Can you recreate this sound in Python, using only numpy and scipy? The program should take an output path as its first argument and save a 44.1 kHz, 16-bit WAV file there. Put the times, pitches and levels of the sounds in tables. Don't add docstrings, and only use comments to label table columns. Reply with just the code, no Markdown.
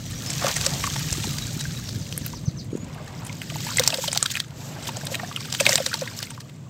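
import sys
import numpy as np
from scipy import signal
from scipy.fft import rfft, irfft, next_fast_len
from scipy.io import wavfile
from scipy.ndimage import uniform_filter1d

SR = 44100
rng = np.random.default_rng(int(sys.argv[2]) if len(sys.argv) > 2 else 0)


def store_pcm(level_fs):
    pcm = np.round(np.clip(level_fs, -1, 1) * 32767).astype(np.int16)
    wavfile.write(sys.argv[1], SR, np.atleast_2d(pcm).T)


N = 295029

# (time [s], level [dB])
SAND_POUR = [(0.0, -42.5), (0.2, -38), (0.33, -34.5), (0.47, -28.5), (0.66, -31.5), (1.27, -33.5),
             (1.96, -42), (2.3, -42.5), (2.42, -50.5), (2.8, -60)]
# (time [s], relative crack level [dB], centre frequency [Hz], relative spray level [dB])
SNAPS = [(0.3039, -20, 6700, -28.5), (0.567, -6, 5430, -23.5), (0.6128, -17, 5260, -26.5),
         (0.6644, 6, 6100, -21), (0.8402, -4.5, 2500, -30), (0.868, -27, 5940, -30.5),
         (0.964, -22, 2380, -30), (1.128, -20, 6500, -24.5), (1.2402, -26, 2360, -32.5),
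         (1.386, -14, 4900, -30.5), (1.6102, -29, 6130, -28.5), (1.8914, -32, 4740, -32.5),
         (2.1257, -3, 4200, -47), (2.1778, 4, 10900, -54), (2.264, -3.5, 13500, -33),
         (3.267, -21, 7550, -43), (3.418, -9, 2550, -35.5), (3.7718, 3, 6060, -28), (3.785, -8, 2400, -32),
         (3.7963, 12, 4600, -22), (3.8375, -2, 4730, -25.5), (3.8761, 16.5, 6100, -47),
         (3.878, 10, 5400, -46), (3.9037, -19, 4060, -26.5), (3.9436, -26, 3900, -21.5),
         (4.0422, -24, 3000, -31.5), (4.080, -25, 4300, -25.5), (4.1304, -9, 6900, -26.5),
         (4.1494, -1, 4570, -46), (4.158, -17, 4070, -32), (4.175, 9.5, 5140, -29),
         (4.2275, 11.5, 6100, -33), (4.2609, -4, 3660, -25), (4.304, -16, 3800, -29.5),
         (4.354, 0, 2320, -45), (4.3714, -5, 2270, -29), (4.402, 0.5, 4170, -26.5),
         (4.8742, -21, 4230, -30.5), (4.8925, -18, 3020, -32.5), (4.9697, -4.5, 6350, -48),
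         (5.054, -9, 11000, -49), (5.0697, -11, 3900, -32), (5.146, -20, 2550, -26.5),
         (5.1538, -8, 3070, -28.5), (5.3619, -13, 2860, -42), (5.4555, -35, 3720, -35.5),
         (5.526, -1, 4740, -28), (5.5404, -8, 4680, -32), (5.5497, -6, 4000, -25.5),
         (5.603, -2, 2800, -20.5), (5.607, 1, 6060, -20.5), (5.6554, -3, 3840, -24.5),
         (5.666, 9, 3130, -19), (5.693, -10, 5530, -15.5), (5.7301, 7, 5340, -28),
         (5.7566, 14.5, 5650, -30), (5.7796, -15, 2960, -24), (5.8639, -2, 5200, -21),
         (5.9418, -12, 4530, -23), (6.0128, -27, 5150, -32), (6.19, -2.5, 4700, -45),
         (6.2286, -13, 3900, -25.5), (6.3064, -30, 7000, -36), (6.4055, -22, 5180, -39.5),
         (6.4972, -38, 2700, -45)]
# (time [s], frequency [Hz], relative level [dB])
PLOPS = [(0.443, 567, -16), (0.466, 1160, -20), (0.563, 2020, -21.5), (0.664, 557, -23), (0.84, 1126, -19),
         (0.872, 1140, -21), (0.96, 860, -24.5), (1.242, 830, -26.5), (1.653, 1600, -25.5),
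         (2.334, 970, -31.5), (3.295, 2290, -28), (3.557, 865, -25.5), (3.666, 880, -29),
         (3.784, 2075, -10.5), (3.797, 507, -15.5), (3.924, 2730, -18), (3.93, 640, -22.5),
         (3.948, 524, -24), (3.984, 526, -22.5), (4.038, 895, -23.5), (4.081, 590, -22.5),
         (4.083, 3110, -19), (4.162, 820, -19.5), (4.226, 1280, -20), (4.258, 1390, -22.5),
         (4.354, 2580, -21), (4.37, 1770, -21.5), (4.888, 925, -24), (5.117, 534, -28), (5.196, 1950, -24),
         (5.232, 742, -23), (5.362, 2980, -18.5), (5.313, 1220, -28.5), (5.372, 1310, -28.5),
         (5.606, 570, -12.5), (5.665, 2290, -5.5), (5.667, 593, -17.5), (5.691, 580, -15),
         (5.723, 2000, -14.5), (5.733, 530, -22), (5.783, 673, -24), (5.801, 560, -19.5), (5.866, 527, -28),
         (5.915, 1360, -27), (5.93, 1520, -19.5), (5.942, 926, -21), (6.018, 530, -19),
         (6.075, 1910, -23.5), (6.314, 925, -35), (6.377, 1080, -32)]
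# (time clear of the water [s], rise constant [s],
# time let back [s], decay constant [s], trickle level [dB], squeeze time [s], squeeze level [dB])
SCOOPS = [(3.74, 0.43, 4.38, 0.039, -38, 3.67, -37.5), (4.85, 0.16, 6.23, 0.11, -41.5, 5.67, -30)]
# (peak time [s], duration [s], level [dB])
SQUIRTS = [(3.654, 0.17, -45), (4.03, 0.13, -32), (4.317, 0.024, -27), (4.656, 0.33, -44.5),
           (4.883, 0.02, -30.5), (5.125, 0.055, -34.5), (5.723, 0.11, -28), (6.178, 0.044, -33.5)]
# (peak time [s], duration [s], relative level [dB])
HAND_STROKES = [(.3, .16, -41), (.72, 0.44, -38), (3.08, 1, -44), (3.85, 1, -50), (4.8, 0.85, -41.5),
                (5.2, 0.43, -44), (5.71, .22, -37), (6.12, .35, -51.5)]
# (time [s], frequency [Hz], envelope peak [dB])
BUMPS = [(1.124, 91.5, -19.5), (1.183, 278, -20.5), (1.257, 170, -21.5), (1.275, 310, -21.5),
         (1.568, 226, -22.5), (1.686, 115, -19.5), (2.22, 216, -24), (2.484, 130, -12), (2.732, 320, -17.5),
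         (2.754, 320, -14.5), (2.835, 207, -23.5)]
# (delay [s], gain [ratio])
TUB_ECHOES = [(.0014, -0.076), (.0026, -0.13), (.0043, .16), (.0061, -0.0088)]
# (time [s], duration [s], start frequency [Hz], end frequency [Hz], relative level [dB])
BIRD_WHISTLES = [(.035, .05, 6100, 5700, -35), (.135, .05, 5600, 5950, -34), (.23, .11, 4900, 5600, -33),
                 (.61, .07, 6500, 5750, -31), (.785, .06, 5200, 5900, -32), (.935, .06, 5300, 5750, -30),
                 (1.24, .07, 4150, 3850, -31), (1.40, .05, 3950, 3750, -32), (1.565, .06, 4100, 3800, -33),
                 (1.745, .055, 3750, 4150, -35), (1.835, .05, 5650, 5500, -35),
                 (2.66, .27, 6620, 7060, -49)]
# (time from onset [s], frequency [Hz], relative level [dB])
BIRD_CHIRP = [(0, 6300, -14), (.008, 6750, 2), (.016, 6300, 1), (.022, 5500, 1), (.032, 4850, -1),
              (.048, 4100, -11)]
# (time [s], level [dB])
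RUMBLE_LEVEL = [(0, -34.5), (1.2, -32.5), (2.2, -32), (3.0, -36.5), (3.6, -34), (4.45, -40), (5.2, -35.5),
                (5.7, -35), (6.1, -40), (6.69, -40)]
# (frequency [Hz], relative spectral density [dB])
SAND_SPECTRUM = [(710, -5), (1200, -9), (1270, -8.5), (2770, -4.5), (3850, -1), (5040, -2), (6510, 0),
                 (8330, -5), (9780, -19), (11400, -11.5), (15500, -14)]
MUD_SPECTRUM = [(880, -10), (1500, -1), (2260, -2), (2490, -1), (3250, 1.5), (5090, 3), (5720, 1.5),
                (7980, 1), (9510, -15), (14800, -6), (15500, -15)]
SQUIRT_SPECTRUM = [(2500, 0), (5000, 3.5), (7500, 8), (9500, -12.5), (13000, -0.5), (15500, -12)]
SLOSH_SPECTRUM = [(250, 6), (400, 2), (600, 4), (950, 2), (1500, -5), (2200, -6), (3500, -9)]
PLUNGE_SPECTRUM = [(200, 2), (350, -9), (600, -2.5), (1300, -5.5), (2000, -12), (3500, -10)]
RUMBLE_SPECTRUM = [(32, -19), (55, -41), (98, -1.5), (145, 2), (199, -8.5), (232, -9), (296, -14),
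                   (337, -18.5), (431, -22.5), (520, -22), (680, -29.5), (1140, -120)]
BUFFET_SPECTRUM = [(20, -15), (35, -14), (55, 1.5), (75, 3.5), (110, 0.5)]
AIR_SPECTRUM = [(300, 21), (1000, -8), (3000, -47), (7500, 10), (9500, -18), (15500, -13)]


def sand():
    grit = grains(per_s=1800, low_hz=1300, high_hz=14000, cycles=4, spread_db=5, clump_db=5)
    return level(SAND_POUR) * wash(grit, SAND_SPECTRUM, noise_db=.5)


def snaps(spray_rise_s=.0026, spray_fall_s=.0023):
    lower, highest, t = np.zeros(N), np.zeros(N), np.arange(-512, 1536) / SR
    times, pitches, levels = scatter(per_s=12, low_hz=2500, high_hz=10600, spread_db=3, sand_db=-8.5)
    small_snaps = np.column_stack([times, levels + 18, pitches, levels + 3])
    for s, crack_db, hz, spray_db in np.vstack([SNAPS, small_snaps]):
        noise, flutter = rng.standard_normal((2, len(t)))
        drops = rms_one(band(noise, .67 * hz, 1.297 * hz)) + from_db(-4) * noise
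        crack = drops * burst(t, rise_s=.0003, fall_s=.0005)
        crack = 2 * crack / np.linalg.norm(crack)
        unevenness = from_db(3 * np.tanh(rms_one(uniform_filter1d(flutter, size=50))))
        body = from_db(-2) * rms_one(resonate(noise, hz=1720, width_hz=3000))
        spray = 2 * (drops + body) * unevenness * burst(t, spray_rise_s, spray_fall_s)
        sound = from_db(crack_db - 10.5) * crack + from_db(spray_db - 6) * spray
        add(highest if hz > 9000 else lower, s + t[0], sound)
    return treble_shelf(lower) + highest


def plops(cycles_at_1khz=4.35, swell_cycles=.97, glide=-.062):
    out, t = np.zeros(N), np.arange(4096) / SR
    times, pitches, levels = scatter(per_s=24, low_hz=552, high_hz=2800, spread_db=4.5, sand_db=-16.5)
    small_plops = np.column_stack([times, pitches, levels + 7])
    for s, hz, db in np.vstack([PLOPS, small_plops]):
        noise = rng.standard_normal(len(t))
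        cycles = hz * t
        pitch = hz * (1 + (glide + .04 * noise[0]) * np.tanh(cycles / 4 - 1))
        decay_cycles = cycles_at_1khz * np.sqrt(hz / 1000)
        envelope = (1 - np.exp(-cycles / swell_cycles)) * np.exp(-cycles / decay_cycles)
        slap = from_db(-9.5) * rms_one(resonate(noise, hz, width_hz=hz / 2))
        add(out, s, from_db(db + 3.5) * envelope * (tone(pitch) + slap))
    return out


def mud():
    fizz = grains(per_s=2000, low_hz=1500, high_hz=14000, cycles=13, spread_db=4.3, clump_db=4.5)
    return drain() * wash(fizz, MUD_SPECTRUM, noise_db=0)


def trickle(emptying_db_per_s=2):
    t, flow = np.arange(N) / SR, 0
    for lifted_s, rise_s, lowered_s, fall_s, db, *_ in SCOOPS:
        emptied_db = emptying_db_per_s * np.clip(t - lifted_s, 0, lowered_s - lifted_s)
        flow += from_db(db - emptied_db) * held(lifted_s, lowered_s, rise_s, fall_s)
    return flow


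def drain():
    return trickle() + sum(from_db(db) * held(s, s, rise_s=.06, fall_s=.17) for *_, s, db in SCOOPS)


def squirts():
    return swells(SQUIRTS) * from_db(2.5 * drift(100)) * shaped_noise(SQUIRT_SPECTRUM)


def droplets(per_s=110, low_hz=1100, high_hz=6000, cycles_at_2khz=8.1, glide=.058, candidates=1200):
    out, t = np.zeros(N), np.arange(2048) / SR
    flow = drain() + from_db(-1.5) * level(SAND_POUR)
    for when, chance, pitch, size in rng.random((candidates, 4)):
        if chance < per_s * N / SR / candidates:
            hz = low_hz * (high_hz / low_hz) ** pitch
            cycles = hz * t
            decay_cycles = cycles_at_2khz * np.sqrt(hz / 2000)
            envelope = (1 - np.exp(-cycles / 2)) * np.exp(-cycles / decay_cycles)
            note = np.sin(2 * np.pi * cycles * (1 + glide * np.tanh(cycles / 10)))
            gain = flow[int(when * N)] * from_db(-2 * np.log(.05 + size))
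            add(out, when * N / SR, gain * envelope * note)
    return out


def water(lapping_db=-52.5, plunge_db=-27):
    bubbles = grains(per_s=450, low_hz=460, high_hz=2800, cycles=23, spread_db=3, clump_db=9.5)
    splash = grains(per_s=1500, low_hz=250, high_hz=2500, cycles=6, spread_db=2, clump_db=2)
    stirring = from_db(-2.5) * (swells(HAND_STROKES) + from_db(lapping_db))
    slosh = stirring * wash(bubbles, SLOSH_SPECTRUM, noise_db=12)
    plunge = from_db(plunge_db) * held(start_s=.425, end_s=.489, rise_s=.01, fall_s=.023)
    return slosh + plunge * wash(splash, PLUNGE_SPECTRUM, noise_db=3)


def bumps(width_cycles=.6):
    out, t = np.zeros(N), np.arange(-1024, 1024) / SR
    for s, hz, db in BUMPS:
        envelope = from_db(db) * np.exp(-(t * hz / width_cycles) ** 2)
        add(out, s + t[0], -envelope * np.sin(2 * np.pi * hz * t))
    return out


def tub(x):
    out = x + from_db(-13) * diffuse(x, t60_s=.06)
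    for delay_s, gain in TUB_ECHOES:
        add(out, delay_s, gain * x)
    return out


def bird(first_chirp_s=1.877, chirp_period_s=.1148, chirps=7, growth_db=.73):
    out, rasp_hz = np.zeros(N), 400 * drift(1100)
    for s, length_s, start_hz, end_hz, db in BIRD_WHISTLES:
        size = int(length_s * SR)
        pitch = np.linspace(start_hz, end_hz, size) + rasp_hz[int(s * SR):][:size] / 10
        add(out, s, from_db(db) * signal.windows.hann(size) * tone(pitch))
    times, contour_hz, contour_db = np.transpose(BIRD_CHIRP)
    t = np.arange(0, times[-1], 1 / SR)
    for k in range(chirps):
        s = first_chirp_s + chirp_period_s * k
        pitch = np.interp(t, times, contour_hz) + rasp_hz[int(s * SR):][:len(t)]
        envelope = from_db(-40.5 + growth_db * k + np.interp(t, times, contour_db))
        add(out, s, envelope * tone(pitch))
    song = out * from_db(2.5 * drift(250))
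    return from_db(-10) * song + from_db(-4.5) * diffuse(song, t60_s=.15)


def outdoors(breeze_db=-40.5, calm_db=-60.5, hiss_db=-60.5):
    rumble = level(RUMBLE_LEVEL) * from_db(1.06 * drift(9.2)) * shaped_noise(RUMBLE_SPECTRUM)
    breeze = from_db(breeze_db) * held(start_s=.63, end_s=1.34, rise_s=1.46, fall_s=1.46)
    puffs = (breeze + from_db(calm_db)) * from_db(1.5 * drift(14)) * shaped_noise(BUFFET_SPECTRUM)
    return rumble + puffs + from_db(hiss_db) * shaped_noise(AIR_SPECTRUM)


def grains(per_s, low_hz, high_hz, cycles, spread_db, clump_db, modes=20):
    clumps_db = clump_db * np.clip(drift(130), -1.3, 1.3)
    sizes_db = spread_db * np.minimum(rng.exponential(1, N), 3)
    clicks = from_db(sizes_db + clumps_db) * rng.choice([-1, 1], N) * (rng.random(N) < per_s / SR)
    struck_mode, out = rng.integers(0, modes, N), 0
    for k, hz in enumerate(np.geomspace(low_hz, high_hz, modes)):
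        radius = from_db(-60 * hz / cycles / SR)
        mode = [1, 0, 0, 1, -2 * radius * np.cos(2 * np.pi * hz / SR), radius * radius]
        rings = signal.sosfilt([mode, mode], clicks * (struck_mode == k) + 1e-18)
        out += np.sqrt(hz) * rms_one(np.diff(rings, 2, prepend=[0, 0]))
    return rms_one(out)


def scatter(per_s, low_hz, high_hz, spread_db, sand_db):
    when, pitch, size = rng.random((400, 3))[:int(per_s * N / SR)].T
    flow = trickle() + from_db(sand_db) * level(SAND_POUR)
    db = 20 * np.log10(flow[(when * N).astype(int)]) + spread_db * (2 * size - 1)
    return when * N / SR, low_hz * (high_hz / low_hz) ** pitch, db


def wash(grain, spectrum, noise_db):
    return shaped(grain + from_db(noise_db) * rng.standard_normal(N), spectrum)


def shaped_noise(spectrum):
    return shaped(rng.standard_normal(N), spectrum)


def shaped(x, spectrum):
    points_hz, db = np.transpose(spectrum)
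    size = next_fast_len(N, True)
    hz = np.maximum(np.arange(size // 2 + 1) * SR / size, 1)
    octaves_outside = np.abs(np.log2(hz / np.clip(hz, points_hz[0], points_hz[-1])))
    gain = from_db(np.interp(np.log(hz), np.log(points_hz), db) - 24 * octaves_outside)
    return rms_one(irfft(rfft(x, size) * gain, size)[:N])


def diffuse(x, t60_s):
    tail = rng.standard_normal(8192) * from_db(-60 * np.arange(8192) / SR / t60_s)
    return signal.fftconvolve(x, tail / np.linalg.norm(tail))[:N]


def treble_shelf(x, edge_hz=8300, treble_db=-2):
    low = signal.sosfilt(signal.butter(8, edge_hz, fs=SR, output="sos"), x)
    high = signal.sosfilt(signal.butter(8, edge_hz, "high", fs=SR, output="sos"), x)
    return low + from_db(treble_db) * high


def band(x, low_hz, high_hz):
    return signal.sosfilt(signal.butter(2, [low_hz, high_hz], "band", fs=SR, output="sos"), x + 1e-18)


def resonate(x, hz, width_hz):
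    radius = np.exp(-np.pi * width_hz / SR)
    return signal.lfilter([1, 0, -1], [1, -2 * radius * np.cos(2 * np.pi * hz / SR), radius * radius], x)


def tone(hz):
    return np.sin(2 * np.pi * np.cumsum(hz) / SR)


def drift(knots_per_s):
    knots = rng.standard_normal(2048)
    return np.interp(np.arange(N) / SR * knots_per_s, np.arange(len(knots)), knots)


def burst(t, rise_s, fall_s):
    return np.exp(-np.maximum(t / fall_s, -t / rise_s))


def held(start_s, end_s, rise_s, fall_s):
    t = np.arange(N) / SR
    return burst(t - np.clip(t, start_s, end_s), rise_s, fall_s)


def swells(rows):
    out = np.zeros(N)
    for s, length_s, db in rows:
        add(out, s - length_s / 2, from_db(db) * signal.windows.hann(int(length_s * SR)))
    return out


def level(rows):
    return from_db(np.interp(np.arange(N) / SR, *np.transpose(rows)))


def from_db(db):
    return 10 ** (np.asarray(db) / 20)


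def rms_one(x):
    return x / np.sqrt(np.mean(x ** 2) + 1e-20)


def add(out, s, sound):
    i = max(0, round(s * SR))
    out[i:i + len(sound)] += sound[:max(0, N - i)]


def scene():
    close = tub(treble_shelf(snaps()) + plops() + droplets())
    return (close + sand() + mud() + squirts() + water() + bumps() + bird() + outdoors())[None]


def record(dry, cutoff_hz=15750):
    return signal.sosfilt(signal.ellip(12, .1, 90, cutoff_hz, fs=SR, output="sos"), np.clip(dry, -1, 1))


dry = scene()
out = record(dry)
store_pcm(out)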